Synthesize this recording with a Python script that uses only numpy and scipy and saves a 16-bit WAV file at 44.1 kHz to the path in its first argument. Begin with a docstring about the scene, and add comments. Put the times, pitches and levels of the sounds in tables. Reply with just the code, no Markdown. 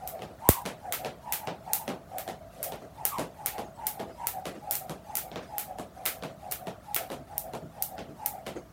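"""A rope swishes round and ticks on a tiled patio, and two shoes land after each tick: someone is skipping.
The rope sings because it leaves tiny swirls in the air. Its hardest slap jolts the microphone.
Soles scuff, clothes rustle, and brick walls throw back short echoes.
Far away a town rumbles and small birds chirp."""
import sys
import numpy as np
from scipy import signal
from scipy.fft import rfft, irfft, next_fast_len
from scipy.io import wavfile
from scipy.ndimage import uniform_filter1d

SR = 44100
rng = np.random.default_rng(int(sys.argv[2]) if len(sys.argv) > 2 else 0)


def waveform_to_disk(signal):
    """Save audio, clipped to [-1, 1], as 16-bit WAV at the path in sys.argv[1]."""
    frames = np.transpose(np.atleast_2d(signal))
    scaled = np.clip(frames, -1, 1) * 32767
    samples = np.round(scaled).astype(np.int16)
    wavfile.write(sys.argv[1], SR, samples)


N = 384552


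def amp(db):
    """Turn decibels into a gain."""
    return 10 ** (np.asarray(db) / 20)


def unit(x):
    """Scale a signal to an average (rms) level of 1."""
    return x / np.sqrt(np.mean(np.abs(x) ** 2) + 1e-20)


def along(points, hz):
    """Read between (freq_hz, value) points on a log frequency axis."""
    freqs, values = np.transpose(points)
    return np.interp(np.log(hz + 1), np.log(freqs), values)


def clock(length_s):
    """The time of each sample, in seconds."""
    return np.arange(int(length_s * SR)) / SR


def add(track, start_s, sound):
    """Mix a sound into a track."""
    part = track[round(start_s * SR):][:len(sound)]
    part += sound[:len(part)]


def bump(peak_s, rise_s, fall_s):
    """A smooth swell that reaches 1 at peak_s."""
    t = np.arange(-SR // 2, SR // 2) / SR
    out = np.zeros(N + SR)
    add(out, peak_s + .5, np.exp(-(t / np.where(t < 0, rise_s, fall_s)) ** 2))
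    return out[SR:]


def noise(spectrum, size):
    """Noise with the given tone colour, at a level near 1."""
    padded = next_fast_len(size + 8192)
    gain = amp(along(spectrum, np.fft.rfftfreq(padded, 1 / SR)))
    return unit(irfft(rfft(rng.standard_normal(padded)) * gain, padded))[:size]


def colour(force, spectrum, size=4096):
    """Give a burst a tone colour and the energy of 4 ms at level 1."""
    # a minimum-phase filter: nothing sounds before the hit
    cepstrum = irfft(np.log(amp(along(spectrum, np.fft.rfftfreq(size, 1 / SR)))))
    response = irfft(np.exp(rfft(np.r_[cepstrum[0], 2 * cepstrum[1:size // 2]], size)))
    sound = signal.fftconvolve(force, response)
    return sound / np.linalg.norm(sound) * np.sqrt(.004 * SR)


# How long the walls' echoes last: freq_hz, fade_s (every fade_s is the time to drop by 60 dB)
WALL_FADES = [(150, 0.26), (700, 0.29), (3000, 0.27), (8000, 0.23), (15000, 0.2)]

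def patio_echoes(build_s=0.0075, roughness=0.34, far_echo_s=0.13, far_echo_db=-33):
    """Near walls answer a click with a crowd of echoes; a far wall adds a weak one."""
    t = clock(.3)
    reflections = rng.standard_normal(len(t)) * np.exp(roughness * rng.standard_normal(len(t)))
    hz, frame_s, bands = signal.stft(reflections, SR, nperseg=256)
    fade = amp(-60 * frame_s / along(WALL_FADES, hz)[:, None])
    tail = signal.istft(bands * fade, SR, nperseg=256)[1][:len(t)]
    tail *= 1 - np.exp(-(t / build_s) ** 2)
    tail /= np.linalg.norm(tail)
    add(tail, far_echo_s, amp([far_echo_db]))
    return tail


def among_walls(sound, echo_db):
    """A sound together with its echoes."""
    response = amp(echo_db) * patio_echoes()
    response[0] = 1
    return signal.fftconvolve(sound, response)


def impact(contact, spectrum, echo_db):
    """A rough hit makes a burst of noise, and the walls answer in the same tone colour."""
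    sound = amp(echo_db) * colour(patio_echoes(), spectrum)
    add(sound, 0, colour(contact * rng.standard_normal(len(contact)), spectrum))
    return sound


# Tone colour of the town: freq_hz, level_db
TOWN_COLOUR = [(20, -72), (35, -32), (55, -0.5), (75, -3.5), (160, -2.5), (300, -11.5), (600, -21),
               (1200, -11.5), (2500, -23.5), (5000, -27.5), (10000, -30.5), (16000, -31)]

def town(level_db=-51):
    """A steady rumble from far away."""
    return amp(level_db) * noise(TOWN_COLOUR, N)


# Far bird calls: start_s, start_hz, end_hz, length_s, level_db
BIRD_CHIRPS = [(3.627, 6760, 6430, 0.053, -61.5), (3.729, 7600, 8250, .06, -63.5),
               (4.1, 4850, 5140, 0.069, -66), (5.054, 6030, 6350, 0.08, -65),
               (5.459, 5110, 4845, 0.056, -64), (8.55, 6370, 6520, 0.036, -59)]

def birds(waver=0.019):
    """Thin sliding whistles, blurred by the walls."""
    out = np.zeros(N)
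    for start_s, start_hz, end_hz, length_s, level_db in BIRD_CHIRPS:
        size = int(length_s * SR)
        wobble = unit(uniform_filter1d(rng.standard_normal(size), size=60))
        pitch_hz = np.linspace(start_hz, end_hz, size) * (1 + waver * wobble)
        whistle = np.hanning(size) * np.sin(2 * np.pi * np.cumsum(pitch_hz) / SR)
        add(out, start_s, amp(level_db) * among_walls(whistle, echo_db=-0.5))
    return out


# Tone colour of brushing clothes and soles: freq_hz, level_db
RUSTLE_COLOUR = [(500, -21), (1200, -5.5), (1700, 9.5), (2300, 6.5), (3200, 4.5), (7000, 0.5), (10000, 1),
                 (14000, -1), (16000, -18)]

def rustle(turns, level_db=-60, lead_s=0.051, rise_s=0.033, fall_s=0.25, scatter_db=1):
    """Clothes and soles brush softly as the jumper takes off ahead of the rope."""
    gains = amp(level_db + scatter_db * rng.standard_normal(len(turns)))
    swells = sum(gain * bump(down_s - lead_s, rise_s, fall_s) for gain, (down_s, *_) in zip(gains, turns))
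    return noise(RUSTLE_COLOUR, N) * swells


# Tone colour of a push's thud: multiple_of_centre, level_db
PUSH_COLOUR = [(.2, -29), (.6, 0), (1, 3.5), (1.6, 0), (3, -17), (7, -47)]
# Tone colour of a scuffing sole: freq_hz, level_db
SCUFF_COLOUR = [(500, -2.5), (1500, 5.5), (3500, -8.5), (7000, -10.5), (16000, -26)]
# Feet pressing on the tiles: start_s, thud_db, centre_hz, scuff_db
FOOT_PUSHES = [(0.297, -51, 392, -57.5), (2.811, -43.5, 330, -53.5), (3.199, -38, 230, -64),
               (3.638, -50, 347, -67.5), (4.081, -47, 400, -54.5), (4.54, -42.5, 323, -52),
               (5.418, -48, 296, -50), (6.29, -57.5, 250, -56), (7.179, -47, 224, -73),
               (7.621, -39.5, 183, -75), (8.08, -40.5, 222, -58.5), (8.55, -39, 367, -49.5)]

def pushes(rise_s=0.018):
    """The jumper's weight sinks and pushes off with a dull thud and a light scuff."""
    out, t = np.zeros(N), clock(.2)
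    press = t / rise_s * np.exp(1 - t / rise_s)
    for start_s, thud_db, centre_hz, scuff_db in FOOT_PUSHES:
        thud = amp(thud_db) * noise(np.multiply(PUSH_COLOUR, [centre_hz, 1]), len(t))
        scuff = amp(scuff_db) * noise(SCUFF_COLOUR, len(t))
        add(out, start_s, press * (thud + scuff))
    return out


# Tone colours of a sole's click, the grit under it and the foot's thud: freq_hz, level_db
CLICK_COLOUR = [(200, -23), (700, 3), (1600, 4), (3200, 1.5), (6000, -7), (10000, -19.5), (16000, -20.5)]
GRIT_COLOUR = [(1000, -14), (4000, -10.5), (7000, 1.5), (12000, 1.5), (16000, -11.5)]
THUD_COLOUR = [(30, -44.5), (80, -15), (165, 4), (300, -1), (480, 1.5), (750, 0), (1200, -12),
               (2500, -31.5), (8000, -81.5)]
# The second shoe's softer, grittier mix: click_change_db, thud_change_db, grit_change_db
SECOND_SHOE = (-2, -3, 0.86)
# Landings, one shoe after the other: start_s, click_db, thud_db, grit_db, second_after_s, second_gain_db
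LANDINGS = [(0.1924, -50, -46, -63, .028, 9.5), (.654, -38.5, -40, -46, .0065, 5.5),
            (1.0475, -36, -35.5, -47, 0.0087, -7), (1.4728, -36, -33.5, -60, .0094, -14),
            (1.8788, -36, -31.5, -45, 0.011, -6.5), (2.2777, -41.5, -41, -48, .0104, 0.5),
            (2.7212, -42, -39.5, -52, .012, -5), (3.1837, -36.5, -33.5, -39.5, .0104, -2),
            (3.5817, -42, -37.5, -48.5, 0.0061, -1), (3.9957, -46.5, -39, -56, .0043, 5.5),
            (4.455, -38, -37, -43.5, .011, -2.5), (4.8955, -41.5, -36, -42.5, .01, -19),
            (5.3161, -46, -43.5, -71, .0422, 10), (5.7855, -45.5, -38, -48, 0.011, -0.5),
            (6.2245, -44, -41, -56, .011, 6), (6.6705, -41.5, -36.5, -50, .01, -6),
            (7.1015, -42.5, -37.5, -48, .0166, 2), (7.5349, -43.5, -37.5, -49, 0.016, -2.5),
            (7.9812, -43.5, -41.5, -60, .0094, 0.5), (8.4645, -42.5, -42, -50.5, .004, 4.5)]

def shoes(click_fade_s=0.014, thud_fade_s=0.041, click_gain_db=1, thud_gain_db=4, grit_gain_db=-1):
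    """Each sole clicks on the gritty tile and the foot's weight thuds behind it."""
    out, t = np.zeros(N), clock(.04)
    hard, soft = amp(-60 * t / click_fade_s), amp(-60 * t / thud_fade_s)
    for start_s, *first, second_after_s, second_gain_db in LANDINGS:
        second = np.add(first, SECOND_SHOE) + second_gain_db
        for at_s, (click_db, thud_db, grit_db) in (start_s, first), (start_s + second_after_s, second):
            add(out, at_s, amp(click_db + click_gain_db) * impact(hard, CLICK_COLOUR, echo_db=2))
            add(out, at_s, amp(grit_db + grit_gain_db) * impact(hard, GRIT_COLOUR, echo_db=2))
            add(out, at_s, amp(thud_db + thud_gain_db) * impact(soft, THUD_COLOUR, echo_db=5))
    return out


def swirls(pitch_hz, width_hz, steady=0):
    """Swirling air makes a breathy note; steady (0 to 1) evens out its loudness."""
    hz = np.fft.fftfreq(next_fast_len(N), 1 / SR)
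    rolloff = (1 + (hz / width_hz) ** 4) ** .5
    drift = np.fft.ifft(np.fft.fft(rng.standard_normal(len(hz))) / rolloff)[:N]
    drift /= np.abs(drift) ** steady
    return unit(np.real(drift * np.exp(2j * np.pi * np.cumsum(pitch_hz) / SR)))


# Tone colour of air rushing along the rope: freq_hz, level_db
AIR_COLOUR = [(500, -19), (1500, -6.5), (2600, -11), (4000, 1), (9000, 12), (16000, -25)]
CRUISE_HZ = 770  # the rope's pitch at cruising speed

def rope_tone(pitch_hz, strength, side_ratio=.86):
    """The loop's fast tip sheds swirls that sing with faint overtones; its slower sides sing lower."""
    tip = amp(-1) * swirls(pitch_hz, width_hz=40, steady=.4)
    sides = amp(-7) * swirls(side_ratio * pitch_hz, width_hz=96)
    overtones = amp(-20) * swirls(2 * pitch_hz, width_hz=350)
    overtones += amp(-26) * swirls(3 * pitch_hz, width_hz=250)
    hiss_db = -28 + 35 * np.log10(pitch_hz / CRUISE_HZ)  # a faster rope hisses much more
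    hiss = amp(hiss_db) * noise(AIR_COLOUR, N)
    return strength * (tip + sides + overtones + hiss)


def swings(rows, rise_s, fall_s, slide_s=.065):
    """In each swing the rope's tone swells and fades while its pitch slides, then levels off."""
    t = np.arange(N) / SR
    peak_s, hz, slide_hz_per_s, _ = np.transpose(rows)
    nearest = np.searchsorted((peak_s[1:] + peak_s[:-1]) / 2, t)
    bend_hz = slide_hz_per_s[nearest] * slide_s * np.tanh((t - peak_s[nearest]) / slide_s)
    strength = sum(amp(db) * bump(at_s, rise_s, fall_s) for at_s, _, _, db in rows)
    return rope_tone(hz[nearest] + bend_hz, strength)


# Turns of the rope, each a swing down and a swing up:
# down_s, down_pitch_hz, down_slide_hz_per_s, down_db, up_after_s, up_pitch_hz, up_db
ROPE_TURNS = [(.045, 752.6, -500, -42.5, .105, 690, -40.5), (.466, 982, 3007, -37, .11, 1000, -38.5),
              (.871, 756, -2000, -38.5, .155, 725, -40), (1.294, 901, -500, -39.5, .15, 860, -40.5),
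              (1.705, 824, -100, -37, 0.12, 890, -42), (2.159, 742.5, 103, -37, 0.13, 750, -42.5),
              (2.595, 653.6, -1500, -44, 0.079, 710, -39), (3.015, 859, -1000, -40, .135, 1090, -34.5),
              (3.423, 820, -1000, -40.5, .14, 800, -40), (3.836, 878, -1000, -38, .145, 790, -44),
              (4.233, 929.5, -500, -38, .135, 775, -39), (4.674, 795, -700, -41, .155, 735, -43.5),
              (5.117, 842, 100, -41, 0.14, 740, -44), (5.548, 834.5, -1000, -41.5, .16, 770, -41.5),
              (6.015, 725, -500, -43.5, .145, 705, -45), (6.471, 774, -800, -42.5, .15, 720, -45.5),
              (6.91, 840, -700, -45, 0.11, 705, -38), (7.347, 815, 491.5, -41.5, 0.12, 692, -42),
              (7.797, 801, -100, -42, 0.14, 742, -44), (8.235, 863, -500, -39.5, .125, 748, -42.5)]

def rope_swish(settle_s=.08, overhead_after_s=0.25, overhead_hz=653, overhead_db=-53):
    """The rope sings on the way down, again on the way up, and softly as it passes overhead."""
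    down = [turn[:4] for turn in ROPE_TURNS]
    # every upswing slides towards the cruising pitch
    up = [(s + after_s, hz, (CRUISE_HZ - hz) / settle_s, db) for s, *_, after_s, hz, db in ROPE_TURNS]
    overhead = sum(bump(s + overhead_after_s, rise_s=0.15, fall_s=0.15) for s, *_ in ROPE_TURNS)
    hum = amp(overhead_db) * overhead * swirls(np.full(N, overhead_hz), width_hz=55)
    down_tone = swings(down, rise_s=0.044, fall_s=0.055)
    up_tone = swings(up, rise_s=0.033, fall_s=0.049)
    return among_walls(down_tone + up_tone + hum, echo_db=-6)[:N]


# Notes that ring after a slap: pitch_hz, level_db, fade_s
RING_NOTES = [(1320, -12.5, 0.19), (2014, -14.5, 0.12), (2187, -15, .18), (2480, -24.5, 0.22)]

def slap_ring(scatter_db=2):
    """A few short notes, each a little louder or softer at every slap."""
    t = clock(.2)
    return sum(amp(db + scatter_db * rng.standard_normal() - 60 * t / fade_s) * np.sin(2 * np.pi * hz * t)
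               for hz, db, fade_s in RING_NOTES)


# Tone colours of a slap's bright tick and its fuller body: freq_hz, level_db
TICK_COLOUR = [(500, -39), (2500, -18.5), (5000, -12), (8000, -6), (11000, -2), (15000, 3.5),
               (17000, -25.5)]
BODY_COLOUR = [(100, -29.5), (400, 3.5), (1000, 2), (2200, 3), (3300, 0), (5000, -3.5), (9000, -7.5),
               (16000, -24)]
# The rope hitting the tiles: start_s, level_db, body_gain_db, echo_db
ROPE_SLAPS = [(0.0754, -32.5, -14.5, -1), (0.4891, -12.5, -13.5, -5), (0.924, -27.5, -4.5, 1.5),
              (0.948, -34.5, -24, -3), (1.324, -24.5, -10, 1.7), (1.734, -19.5, -17, -2),
              (2.184, -33, -7, -0.5), (2.6292, -29, -14, 2.5), (3.0528, -19.5, -14, -3.1),
              (3.4603, -22.5, -13.5, -4.5), (3.469, -36.5, 0.5, 0), (3.8687, -22.5, -15, -3.5),
              (4.2704, -23, -12.5, -3), (4.7103, -23, -18, -0.5), (4.7247, -35, -9, 5),
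              (4.7539, -27.5, -21, -1), (5.1541, -25.5, -15.5, -2.5), (5.1705, -26.5, -12, 0),
              (5.5823, -26, -12, -1.5), (5.5977, -39.5, -9, 2.5), (6.055, -28.5, -8.5, 3.5),
              (6.0616, -24.5, -5, -1.5), (6.5131, -33, -9.5, 5.5), (6.522, -27.5, -10, -15.5),
              (6.9457, -23.5, -19.5, -2), (6.963, -23.5, -3, -6), (7.3802, -23.5, -35.5, -7),
              (7.824, -22, -21.5, -5), (8.2605, -21.5, -18, -6.5)]

def rope_slaps(crack_fade_s=0.0014, rattle_fade_s=0.021, rattle_db=-8, tick_gain_db=1, body_echo_db=4):
    """The rope cracks on the tile, then a length of it lies down in a short rattle."""
    out, t = np.zeros(N), clock(.02)
    contact = amp(-60 * t / crack_fade_s) + amp(rattle_db - 60 * t / rattle_fade_s)
    for start_s, level_db, body_gain_db, echo_db in ROPE_SLAPS:
        body_gain = amp(level_db + body_gain_db)
        add(out, start_s, amp(level_db + tick_gain_db) * impact(contact, TICK_COLOUR, echo_db))
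        add(out, start_s, body_gain * impact(contact, BODY_COLOUR, echo_db + body_echo_db))
        add(out, start_s, body_gain * slap_ring())
    return out


def jolt(start_s=.4903, level_db=-6, drop_hz=950, rest_hz=70, drop_s=0.0016, fade_s=.055):
    """The hardest slap jolts the microphone: a thump whose pitch drops at once."""
    out, t = np.zeros(N), clock(.15)
    cycles = rest_hz * t + drop_hz * drop_s * (1 - np.exp(-t / drop_s))
    add(out, start_s, amp(level_db - 60 * t / fade_s) * np.sin(2 * np.pi * cycles))
    return out


def scene():
    """The rope, the jumper and the far background, mixed into one channel."""
    skipping = rope_slaps() + jolt() + shoes() + pushes() + rustle(ROPE_TURNS) + rope_swish()
    return (skipping + birds() + town())[None]


def reduce_hiss(sound, depth_db=-9, margin_db=3):
    """Turn down patches of treble that are close to their band's quiet level."""
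    hz, _, bands = signal.stft(sound, SR, nperseg=512)
    power = uniform_filter1d(np.abs(bands) ** 2, size=3, axis=-1)  # smooth over time
    power = np.abs(uniform_filter1d(power, size=2, axis=-2))  # and over frequency
    quiet = uniform_filter1d(np.quantile(power, .2, axis=-1, keepdims=True), size=9, axis=-2)
    hiss_share = 1 / (1 + (power / (quiet * amp(margin_db) ** 2 + 1e-20)) ** 2)
    treble = along([(600, 0), (1500, 1)], hz)[:, None]
    return signal.istft(bands * amp(depth_db * treble * hiss_share), SR, nperseg=512)[1][..., :N]


def record(dry):
    """The camera turns down quiet hiss, flattens peaks at full scale and cuts the highest treble."""
    limited = np.clip(reduce_hiss(dry), -1, 1)
    lowpass = signal.firwin(201, cutoff=16250, fs=SR, window=("kaiser", 7))
    return signal.fftconvolve(limited, lowpass[None], mode="same", axes=1)


dry = scene()
out = record(dry)
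waveform_to_disk(out)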